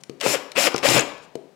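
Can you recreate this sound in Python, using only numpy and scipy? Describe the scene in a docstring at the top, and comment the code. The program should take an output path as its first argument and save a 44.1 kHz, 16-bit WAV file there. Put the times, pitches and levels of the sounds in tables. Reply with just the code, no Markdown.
"""A cordless drill drives a screw into a plastic fairing in three short trigger pulls.
Close up in a garage, much louder in the left channel, over faint room air. The gearbox rattles, the
brushes hiss, and the whine sweeps through a housing resonance as the motor spins up and brakes.
The bit clicks in the screw head, the panel knocks and groans as the screw tightens,
and a hand lands on it at the end."""
import sys
import numpy as np
from scipy import signal
from scipy.fft import rfft, irfft
from scipy.io import wavfile
from scipy.ndimage import uniform_filter1d

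SR = 44100
rng = np.random.default_rng(int(sys.argv[2]) if len(sys.argv) > 2 else 0)


def log_audio(samples):
    """Write samples as a 16-bit WAV file to the path given in sys.argv[1]."""
    # one column per channel
    frames = np.atleast_2d(samples).T
    # limit to full scale, then quantise
    limited = np.clip(frames, -1, 1)
    pcm = np.round(limited * 32767).astype(np.int16)
    wavfile.write(sys.argv[1], SR, pcm)


N = 68355
T = np.arange(N) / SR


def undb(db):
    """Decibels to gain."""
    return 10 ** (np.asarray(db) / 20)


def unit(x):
    """Scale to rms 1."""
    return x / np.sqrt(np.mean(x ** 2) + 1e-18)


def colour(x, spectrum):
    """Minimum-phase filter of unit power gain, shaped by rows of f/Hz, level/dB."""
    hz, db = np.array(spectrum, float).T
    size = 4096
    log_hz = np.log(np.arange(size // 2 + 1) * SR / size + 1)
    gain = unit(undb(np.interp(log_hz, np.log(hz), db)))
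    cepstrum = irfft(np.log(gain))
    cepstrum[1:size // 2] *= 2
    cepstrum[size // 2 + 1:] = 0
    return signal.fftconvolve(x, irfft(np.exp(rfft(cepstrum))))[:len(x)]


def resonate(x, hz, width_hz):
    """One resonance, gain 1 at its centre."""
    return signal.lfilter(*signal.iirpeak(hz, hz / width_hz, fs=SR), x)


def fade(start, t60):
    """Sudden onset and exponential decay."""
    return (T >= start) * np.exp(-np.log(1000) * np.maximum(T - start, 0) / t60)


def swells(rows):
    """Half-sine swells from rows of t/s, length/s, level/dB."""
    return sum(undb(db) * np.sin(np.pi * np.clip((T - start) / length, 0, 1))
               for start, length, db in rows)


def impacts(per_s, scatter_db):
    """Random tiny impacts of uneven size, rms 1."""
    hits = (rng.random(N) < per_s / SR) * np.sign(rng.standard_normal(N))
    return unit(hits * undb(scatter_db * rng.standard_normal(N)))


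def room_air():
    """Faint, steady, low room tone."""
    # spectrum of the air: f/Hz, level/dB
    spectrum = [(25, -22), (80, -23.5), (150, 9.5), (250, 1.5), (550, 6), (900, -4.5), (3000, -14),
                (8000, -21.5), (16000, -33)]
    return undb(-57.5) * colour(rng.standard_normal(N), spectrum)


def garage(x):
    """Diffuse reverberation in octave bands; the lows last longest."""
    # reverberation bands: f/Hz, t60/s, level/dB
    bands = [(60, 1, -8), (129.3, 0.49, -25), (250, 0.52, -5.5), (504, 0.62, -11), (940, 0.66, -4),
             (2000, 0.56, -10), (4200, 0.62, -12.5), (7900, 0.36, -14.5), (13670, 0.44, -16.5)]
    build_s = 0.0051
    noise = rfft(rng.standard_normal(N))
    log_hz = np.log(np.arange(N // 2 + 1) * SR / N + 1)
    centres = np.log([row[0] for row in bands])
    tail = np.zeros(N)
    for share, (_, t60, db) in zip(np.eye(len(bands)), bands):
        band = irfft(noise * np.interp(log_hz, centres, share), N)
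        envelope = fade(0, t60) * (1 - np.exp(-T / build_s))
        tail += undb(db) * band * envelope / np.linalg.norm(envelope)
    return signal.fftconvolve(x, tail)[:N]


def hand():
    """A hand brushes the plastic, faint and dry."""
    # touches: t/s, length/s, level/dB
    touches = [(.001, 0.019, -61), (1.178, 0.0054, -50.5), (1.215, 0.048, -57.5)]
    spectrum = [(500, -40), (3000, 9), (8000, 7), (16000, -19)]  # f/Hz, level/dB
    return colour(swells(touches) * rng.standard_normal(N), spectrum)


def controller():
    """The speed controller whistles thinly while the trigger is half pressed."""
    # whistles: t/s, length/s, level/dB
    whistles = [(.2, 0.1, -42), (.548, 0.025, -43), (.821, 0.018, -45)]
    switching_hz = 8170
    return swells(whistles) * np.sin(2 * np.pi * switching_hz * T)


def screw():
    """The thread sticks and slips in the plastic and makes the panel groan."""
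    # bouts of slipping: t/s, length/s, level/dB
    groans = [(.255, 0.03, -27.5), (.745, 0.034, -37.5), (.858, 0.073, -22.5), (.934, 0.046, -21)]
    # spectrum of a groan: f/Hz, level/dB
    spectrum = [(25, -13), (60, -16.5), (95, -9.5), (135, 13), (200, -9.5), (350, 7), (600, -4), (900, -3),
                (1600, -25), (5000, -18.5), (16000, -40)]
    return colour(swells(groans) * impacts(per_s=900, scatter_db=3), spectrum)


def panel():
    """Each knock is a short push that rings the plastic panel's modes, with a dry crack on top."""
    # knocks: t/s, push level/dB, contact time/s, crack level/dB
    knocks = [(0.0955, -25.5, 0.0028, -44), (.262, -15, 0.0022, -21), (0.7442, -17, 0.0026, -17.5),
              (0.887, -21, 0.0023, -17), (.963, -22, 0.0015, -26.5), (1.3545, -28, 0.0013, -43)]
    # panel modes: f/Hz, level/dB, t60/s
    modes = [(143, -16.5, 0.23), (230, -14, 0.078), (294, -9.5, 0.088), (360, 0, 0.061), (399.2, -9, 0.35),
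             (455, 6, 0.054), (625.5, -12.5, 0.21), (654, -11.5, 0.23), (860, -11, .03), (1300, -17, 0.012)]
    # spectrum of a crack: f/Hz, level/dB
    crack_spectrum = [(100, -20), (500, 0), (1300, 1.5), (1900, -17.5), (4000, -13.5), (16000, -72)]
    low_cut_hz = 98
    push, crack = np.zeros(N), np.zeros(N)
    for start, push_db, contact_s, crack_db in knocks:
        pulse = np.sin(np.pi * np.clip((T - start) / contact_s, 0, 1)) ** 2
        push += undb(push_db) * pulse / pulse.sum()
        crack += undb(crack_db) * rng.standard_normal(N) * fade(start, t60=0.029)
    ring = sum(undb(db) * np.cos(2 * np.pi * hz * T) * fade(0, t60) for hz, db, t60 in modes)
    radiated = signal.sosfilt(signal.butter(2, low_cut_hz, "high", fs=SR, output="sos"), ring)
    return signal.fftconvolve(push, radiated)[:N] + colour(crack, crack_spectrum)


def bit():
    """The steel bit clicks in the screw head: a broad tick and a brief ring."""
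    # clicks: t/s, tick level/dB, ring level/dB, ring f/Hz
    clicks = [(0.036, -33, -28.5, 7200), (.096, -37, -44, 3100), (0.201, -38, -52, 3000),
              (0.208, -30, -44, 8300), (.212, -21.5, -9, 2300), (0.518, -31, -26, 2560),
              (0.7429, -48, -12.5, 5100), (.761, -37, -25, 6860), (0.762, -22, -15, 5080),
              (.780, -23, -42, 5530), (0.7875, -30.5, -21, 5570), (0.8875, -15.5, -5.5, 4200),
              (0.9039, -19, -5, 7400), (0.9805, -26.5, -7.5, 7140), (0.9943, -22.5, -0.5, 6540),
              (1.008, -30, -8.5, 7640), (1.0102, -44, -23, 7300), (1.354, -34.5, -33, 6650)]
    # spectrum of a tick: f/Hz, level/dB
    tick_spectrum = [(200, -35), (1200, -6.5), (2200, 5.5), (5000, 3), (8000, -2), (11000, -11.5),
                     (16000, -22.5)]
    ticks, rings = np.zeros(N), np.zeros(N)
    for start, tick_db, ring_db, hz in clicks:
        contact = np.sign(rng.standard_normal(N)) * fade(start, t60=0.016)
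        ticks += undb(tick_db) * contact
        broad_ring = resonate(contact, hz, width_hz=2080)
        rings += undb(ring_db) * resonate(broad_ring, hz, width_hz=1040)
    return colour(ticks, tick_spectrum) + rings


def drill():
    """Gears rattle harder under torque, brushes hiss with speed, the whine rings the housing."""
    # motor speed through the three pulls: t/s, rotation f/Hz
    speed_curve = [(.203, 0), (.216, 137), (.238, 221.5), (.256, 263), (.28, 294), (.31, 303),
                   (.336, 300.5), (.346, 285.5), (.357, 214.5), (.378, 130), (.39, 0), (.551, 0),
                   (.558, 134.5), (.571, 207), (.586, 294.5), (.61, 303.5), (.655, 304), (.670, 290),
                   (.683, 209), (.692, 126), (.70, 0), (.825, 1.5), (.832, 159.5), (.843, 220.5),
                   (.857, 298), (.89, 301.5), (.955, 303.5), (.984, 268.5), (.995, 212), (1.02, 143.5),
                   (1.04, 2)]
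    # trigger pulls: t/s, rattle level/dB, brush and fan hiss level/dB, whine level/dB
    pulls = [(.19, -30, -26.5, -20.5), (.54, -24.5, -24.5, -18), (.81, -23, -25, -17)]
    # gear mesh tones: multiple of motor speed, level/dB re the tooth impacts at full speed
    mesh_tones = [(1, -16.5), (2, -33), (7, -19), (8, -17.5), (12, -17.5), (14, -33.5), (18, -14.5),
                  (24, -33), (35, -19)]
    # spectrum of the tooth impacts: f/Hz, level/dB
    gear_spectrum = [(60, -35), (150, -11.5), (230, -7.5), (330, 3), (430, -6), (600, 7), (780, -0.5),
                     (1100, -1.5), (1800, -1.5), (2550, 3), (3100, -1.5), (3700, -9), (5300, -11),
                     (8000, -29), (16000, -30)]
    # spectrum of the brushes and fan: f/Hz, level/dB
    hiss_spectrum = [(200, -41), (1500, -10.5), (3000, -2.5), (4500, -3), (5300, 3), (6200, -2), (7400, 4),
                     (8300, -5.5), (9200, -6), (10700, -6.5), (11700, -11), (12800, -8), (14400, -15),
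                     (16000, -24)]
    full_speed_hz, speed_jitter, torque_knee_hz_per_s = 303, 0.0208, 2150
    housing_hz, housing_width_hz = 519, 234

    pulls = np.array(pulls)
    current_pull = np.maximum(np.searchsorted(pulls[:, 0], T) - 1, 0)
    rattle_gain, hiss_gain, whine_gain = undb(pulls[current_pull, 1:]).T

    speed = np.interp(T, *np.array(speed_curve).T)
    pace = speed / full_speed_hz
    wobble = unit(uniform_filter1d(rng.standard_normal(N), size=120))
    angle = 2 * np.pi * np.cumsum(speed * (1 + speed_jitter * wobble)) / SR
    acceleration = uniform_filter1d(np.abs(np.gradient(speed)) * SR, size=400)
    torque = np.tanh(acceleration / torque_knee_hz_per_s)  # high in both spin-up and braking
    per_turn = 1 + 0.22 * np.cos(angle)  # teeth and hiss pulse once a turn

    teeth = colour(impacts(per_s=9000, scatter_db=5) * per_turn, gear_spectrum)
    mesh = sum(undb(db) * np.sin(order * angle) for order, db in mesh_tones) * np.sqrt(2 * pace)
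    rattle = (teeth + mesh) * rattle_gain * pace ** 1.45 * (1 + 0.75 * torque)
    hiss = colour(rng.standard_normal(N) * per_turn, hiss_spectrum) * hiss_gain * pace ** 3.64
    whine = np.sqrt(2) * np.sin(2 * angle) * whine_gain * torque * pace ** 2
    for _ in range(2):  # two passes steepen the resonance
        whine = resonate(whine, housing_hz, housing_width_hz)
    return rattle + hiss + whine


def scene():
    """The work close to the microphone, the garage around it, the left channel 20 dB up."""
    left_db, right_db = 5, -15
    near = drill() + controller() + bit() + panel() + screw() + hand()
    air = room_air()
    return (near + garage(near) + air) * undb([[left_db], [right_db]])


def record(dry):
    """The recorder cuts the top steeply."""
    top_hz = 16000
    return signal.sosfilt(signal.ellip(10, .2, 80, top_hz, fs=SR, output="sos"), dry)


dry = scene()
out = record(dry)
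log_audio(out)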